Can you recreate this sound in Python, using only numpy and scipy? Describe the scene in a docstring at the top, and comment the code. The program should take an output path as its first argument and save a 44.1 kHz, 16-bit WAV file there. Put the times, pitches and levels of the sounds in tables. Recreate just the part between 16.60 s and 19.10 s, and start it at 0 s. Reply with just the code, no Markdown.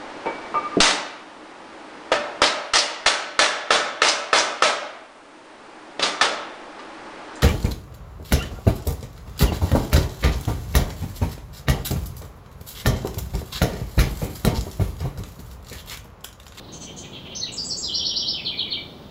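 """A wren sings one song in a backyard: scratchy chatter, high whistles, a trill of arches, then three
falling slurs between soft low notes. Each note is one gliding tone, roughened by flutter in the chatter.
Nearby walls throw the song back strongly and the trees add a diffuse tail.
Under it lie a steady outdoor hum and hiss, one brief low rumble and a faint electronic whine."""
import sys
import numpy as np
from scipy import signal
from scipy.fft import rfft, irfft
from scipy.io import wavfile
from scipy.ndimage import uniform_filter1d

SR = 44100
rng = np.random.default_rng(int(sys.argv[2]) if len(sys.argv) > 2 else 0)


def wrap_up_sound(samples):
    """Save the sound to the file named by the first command line argument, as 16-bit audio."""
    columns = np.atleast_2d(samples).T
    # keep every value between -1 and 1, then stretch to whole-number steps
    tamed = np.clip(columns, -1, 1)
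    steps = np.round(tamed * 32767).astype(np.int16)
    wavfile.write(sys.argv[1], SR, steps)


N = 110250


def amp(db):
    """Decibels to gain."""
    return 10 ** (np.asarray(db) / 20)


def unit(x):
    """Scales to rms 1."""
    return x / np.sqrt(np.mean(x ** 2) + 1e-20)


def add(mix, start_s, sound):
    """Mixes a sound in at start_s."""
    part = mix[max(round(start_s * SR), 0):][:len(sound)]
    part += sound[:len(part)]


def phase_of(hz):
    """Integrates frequency to phase [rad]."""
    return 2 * np.pi * np.cumsum(hz) / SR


def noise(spectrum):
    """Noise of rms 1 with the given spectrum, rolled off at both ends."""
    knots_hz, db = np.transpose(spectrum)
    hz = np.fft.rfftfreq(N, 1 / SR) + 1
    gain = amp(np.interp(np.log(hz), np.log(knots_hz), db))
    rolloff = (1 + (hz / knots_hz[-1]) ** 20) * (1 + (knots_hz[0] / hz) ** 2)
    return unit(irfft(rfft(rng.standard_normal(N)) * gain / rolloff, N))


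def wobble(rate_hz, n):
    """n samples of random wavering, rms about 1, low-passed at rate_hz."""
    hz = np.fft.rfftfreq(N, 1 / SR)
    return unit(irfft(rfft(rng.standard_normal(N)) * np.exp(-(hz / rate_hz) ** 2), N))[:n]


# hum spectrum (frequency [Hz], relative density [dB])
HUM_SPECTRUM = [(25, -1), (40, -11.5), (60, 0), (100, -3), (170, -1), (250, -3.5), (420, -7.5),
                (870, -14.5), (1250, -19), (1700, -26), (2200, -27)]
# hiss spectrum (frequency [Hz], relative density [dB])
HISS_SPECTRUM = [(800, -43), (1700, -7), (3500, 8), (5500, -5), (8000, -15.5), (12000, -15.5), (15700, -15)]


def outdoor_air(hum_db=-41, hiss_db=-54):
    """Steady low hum and faint hiss: two bands of noise."""
    return amp(hum_db) * noise(HUM_SPECTRUM) + amp(hiss_db) * noise(HISS_SPECTRUM)


# whine tones (frequency [Hz], rms level [dB])
WHINE_TONES = [(14874, -71), (15714, -76)]


def whine():
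    """Thin electronic whine: two steady sines."""
    t = np.arange(N) / SR
    return sum(np.sqrt(2) * amp(db) * np.sin(2 * np.pi * hz * t) for hz, db in WHINE_TONES)


# scratchy notes (start [s], length [s], pitch [Hz], level [dB], relative overtone and hiss level [dB])
CHATTER_NOTES = [(.018, 0.028, 4030, -51, -34), (0.071, 0.024, 3750, -46.5, -31),
                 (0.118, .026, 3150, -47.5, 7), (0.201, 0.029, 3124, -47.5, 9),
                 (.262, 0.025, 3134, -39, -26), (0.362, 0.029, 3170, -46.5, 8.5),
                 (0.426, .022, 3080, -35.5, -34), (0.513, 0.066, 3260, -38, -36),
                 (.649, 0.0152, 3162, -34.5, -31), (0.702, 0.014, 3120, -33, -34)]
# hiss in those notes (frequency [Hz], relative density [dB])
SCRATCH_SPECTRUM = [(1500, -34), (2600, -25), (4400, -0.5), (5250, -11), (6150, 1.5), (7500, -2),
                    (8600, -17.5), (10000, -28), (11500, -44)]
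WAVER_DEPTH, WAVER_RATE_HZ = 0.03, 298
FLUTTER_HZ, FLUTTER_RAD, FLUTTER_JITTER = 557, 0.78, 0.16
RASP_SPREAD, RASP_RATE_HZ = 0.079, 810


def chatter(fall=0.052):
    """Harsh, slightly falling notes: flutter adds side tones, jitter rasps; the bright ones also hiss."""
    out = np.zeros(N)
    for start_s, length_s, hz, db, overtone_db in CHATTER_NOTES:
        progress = np.arange(0, 1, 1 / (length_s * SR))
        n = len(progress)
        pitch_hz = hz * (1 + fall * (1 - 2 * progress))
        core_rad = phase_of(pitch_hz * (1 + WAVER_DEPTH * wobble(WAVER_RATE_HZ, n)))
        flutter = np.sin(phase_of(FLUTTER_HZ * (1 + FLUTTER_JITTER * wobble(WAVER_RATE_HZ, n))))
        rasp_rad = phase_of(hz * RASP_SPREAD * wobble(RASP_RATE_HZ, n))
        rough_rad = core_rad + FLUTTER_RAD * flutter + rasp_rad
        voice = np.sin(rough_rad) + 0.5 * np.sin(core_rad)
        overtones = amp(1) * np.sin(2 * core_rad) + amp(-23) * np.sin(rough_rad + 2 * core_rad)
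        hiss = amp(-3) * noise(SCRATCH_SPECTRUM)[:n]
        envelope = amp(db) * np.sqrt(np.sin(np.pi * progress))
        add(out, start_s, envelope * (voice + amp(overtone_db) * (overtones + hiss)))
    return out


def scatter(envelope):
    """Dense random reflections under an envelope, energy 1."""
    return unit(rng.standard_normal(len(envelope)) * envelope) / np.sqrt(len(envelope))


# reflections from rough walls (delay [s], level [dB])
WALL_ECHOES = [(.0030, -11.5), (.0160, -5), (0.025, -11.5), (0.041, -7)]
EARLY_DB, EARLY_T60_S, EARLY_BUILD_S = -0.5, 0.28, 0.005
TAIL_DB, TAIL_T60_S, TAIL_BUILD_S = -4.5, 0.54, 0.018


def yard(song, direct_db=-8, smear_s=0.0012):
    """Direct sound, quick scatter from nearby things, a longer tail from trees, smeared wall echoes."""
    t = np.arange(SR) / SR
    impulse = signal.unit_impulse(SR)
    response = amp(direct_db) * impulse
    for db, t60_s, build_s in ((EARLY_DB, EARLY_T60_S, EARLY_BUILD_S),
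                               (TAIL_DB, TAIL_T60_S, TAIL_BUILD_S)):
        build = 1 - np.exp(-(t / build_s) ** 2)
        decay = amp(-60 * t / t60_s)
        response += amp(db) * scatter(build * decay)
    for delay_s, db in WALL_ECHOES:
        add(response, delay_s, amp(db) * (impulse + 0.5 * scatter(np.exp(-t / smear_s))))
    return signal.fftconvolve(song, response)[:N]


def glide(times_s, hz, db, waver, edge_s=0.0034, second_db=-46, third_db=-48):
    """Wavering tone with faint harmonics along a pitch and level curve; returns (start_s, sound)."""
    t = np.arange(times_s[0], max(times_s[-1], times_s[0] + 0.01), 1 / SR)
    depth = np.interp(t, times_s, waver * np.ones(len(times_s)))
    smooth_hz = uniform_filter1d(np.interp(t, times_s, hz), size=130)
    jitter = np.sqrt(2) * np.tanh(wobble(WAVER_RATE_HZ, len(t)))
    phase = phase_of(smooth_hz * (1 + depth * jitter))
    tone = np.sin(phase) + amp(second_db) * np.sin(2 * phase) + amp(third_db) * np.sin(3 * phase)
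    to_edge_s = np.minimum(t - t[0], t[-1] - t)
    fade = np.sin(np.pi / 2 * np.clip(to_edge_s / edge_s, 0, 1)) ** 2
    return times_s[0], np.sqrt(2) * fade * amp(np.interp(t, times_s, db)) * tone


# one curve per syllable (time [s], pitch [Hz], level [dB], waver depth [ratio])
WHISTLE_CURVES = [
    [(.744, 3930, -37, 0.14), (.753, 5040, -30.5, 0.17), (.760, 6136, -28.5, .025),
     (.767, 5810, -29, 0.051), (.792, 4760, -55, 0.066), (.819, 4103, -25, 0.046),
     (.838, 3810, -35.5, 0.026), (.858, 3200, -46, .04), (.875, 2776, -34.5, .06), (.884, 2520, -38, .06)],
    [(.916, 8030, -43, .04), (.926, 7194, -33, 0.053), (.938, 6950, -43.5, .03), (.960, 6020, -58, .03),
     (.972, 5510, -30, 0.047), (.984, 4810, -24, 0.034), (.994, 4755, -26, 0.026),
     (1.004, 4500, -48, 0.021)],
    [(1.033, 5970, -42, 0.058), (1.046, 7270, -32.5, 0.049), (1.056, 7830, -33.5, 0.013),
     (1.078, 7010, -57, 0.028), (1.095, 5730, -31.5, 0.016), (1.104, 5310, -25, 0.039),
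     (1.111, 4490, -23.5, 0.03), (1.121, 4100, -31, 0.022)],
    [(1.163, 6090, -34, 0.13), (1.175, 7530, -26, 0.0097), (1.186, 7254, -40, 0.0092),
     (1.205, 6170, -53, 0.034), (1.231, 5174, -23, 0.041), (1.242, 4015, -30.5, 0.045),
     (1.260, 3905, -48, 0.021), (1.283, 3510, -26.5, 0.035), (1.299, 2991, -27.5, 0.015),
     (1.308, 2950, -44, .02)],
]
# second voice (time [s], pitch [Hz], level [dB])
UNDERTONE_CURVE = [(.808, 2240, -67), (.820, 2020, -53), (.842, 1855, -49.5)]


def whistles():
    """Four high gliding syllables; a soft second voice about an octave under the first one's fall."""
    out = np.zeros(N)
    for curve in WHISTLE_CURVES:
        add(out, *glide(*np.transpose(curve)))
    add(out, *glide(*np.transpose(UNDERTONE_CURVE), WAVER_DEPTH))
    return out


# rumble spectrum (frequency [Hz], relative density [dB])
RUMBLE_SPECTRUM = [(55, -7), (90, 5), (130, -17)]


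def rumble(peak_s=1.28, width_s=0.065, peak_db=-47):
    """One brief swell of low noise."""
    t = np.arange(N) / SR
    swell = np.exp(-((t - peak_s) / width_s) ** 2)
    return amp(peak_db) * swell * noise(RUMBLE_SPECTRUM)


def repeat_glide(shape, repeats):
    """Repeats a note shape, stretched in time and scaled in pitch about its final pitch."""
    out = np.zeros(N)
    times_s, hz, db, waver = np.transpose(shape)
    for start_s, level_db, stretch, span in repeats:
        pitch_hz = hz[-1] + (hz - hz[-1]) * span
        add(out, *glide(start_s + times_s * stretch, pitch_hz, db + level_db, waver))
    return out


# base arch (time [s], pitch [Hz], relative level [dB], waver depth [ratio])
ARCH_SHAPE = [(0, 3806, -1, 0.032), (.011, 4080, -5.5, 0.024), (.021, 4656, 2.5, 0.037),
              (.028, 5594, -2, 0.018), (.037, 5550, -4.5, .012), (.052, 4500, -15.5, 0.04776),
              (.066, 3600, -3, .04), (.080, 3100, -6, 0.023), (.093, 2920, -8, 0.016)]
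# arches (start [s], level [dB], stretch [ratio], pitch span [ratio])
ARCH_REPEATS = [(1.323, -22.5, 1.02, 1.0), (1.433, -23, 0.97, 1.01), (1.542, -23, 1.02, .99),
                (1.652, -24, 1.15, 0.92)]


def trill():
    """Four quick arches, each rising then falling in pitch."""
    return repeat_glide(ARCH_SHAPE, ARCH_REPEATS)


# base low note (time [s], pitch [Hz], relative level [dB], waver depth [ratio])
LOW_NOTE_SHAPE = [(0, 2670, -19, 0.049), (.012, 2408, 2, 0.044), (.024, 2362, -5.5, .04),
                  (.035, 2094, -5.5, 0.045)]
# low notes (start [s], level [dB], stretch [ratio], pitch span [ratio])
LOW_NOTE_REPEATS = [(1.774, -32, 0.6, 1.6), (1.908, -36, 1.0, 0.93), (2.040, -39, 1.046, 0.96),
                    (2.159, -36.5, 0.7, 0.97)]


def low_notes():
    """Four soft falling notes that alternate with the slurs."""
    return repeat_glide(LOW_NOTE_SHAPE, LOW_NOTE_REPEATS)


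# base slur (time [s], pitch [Hz], relative level [dB], waver depth [ratio])
SLUR_SHAPE = [(0, 4673, -7, .015), (.008, 4164, -4.5, 0.016), (.016, 3586, -1.5, 0.038),
              (.024, 3150, -4.5, .015), (.033, 2840, -7.5, 0.014)]
# slurs (start [s], level [dB], stretch [ratio], pitch span [ratio])
SLUR_REPEATS = [(1.847, -20.5, 1.01, 1.03), (1.973, -21, 1.2, 0.95), (2.101, -22, 1.2, 1.03)]


def slurs():
    """Three fast downward sweeps near the song's end."""
    return repeat_glide(SLUR_SHAPE, SLUR_REPEATS)


def scene():
    """The wren in the yard over hum, hiss and rumble; mono."""
    song = chatter() + whistles() + trill() + low_notes() + slurs()
    return (outdoor_air() + yard(song) + rumble())[None]


def record(dry):
    """The recorder adds its whine and limits the band."""
    cutoff_hz = 15800
    lowpass = signal.firwin(1023, cutoff_hz, window=("kaiser", 9), fs=SR)
    return signal.oaconvolve(dry + whine(), lowpass[None], "same")


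dry = scene()
out = record(dry)
wrap_up_sound(out)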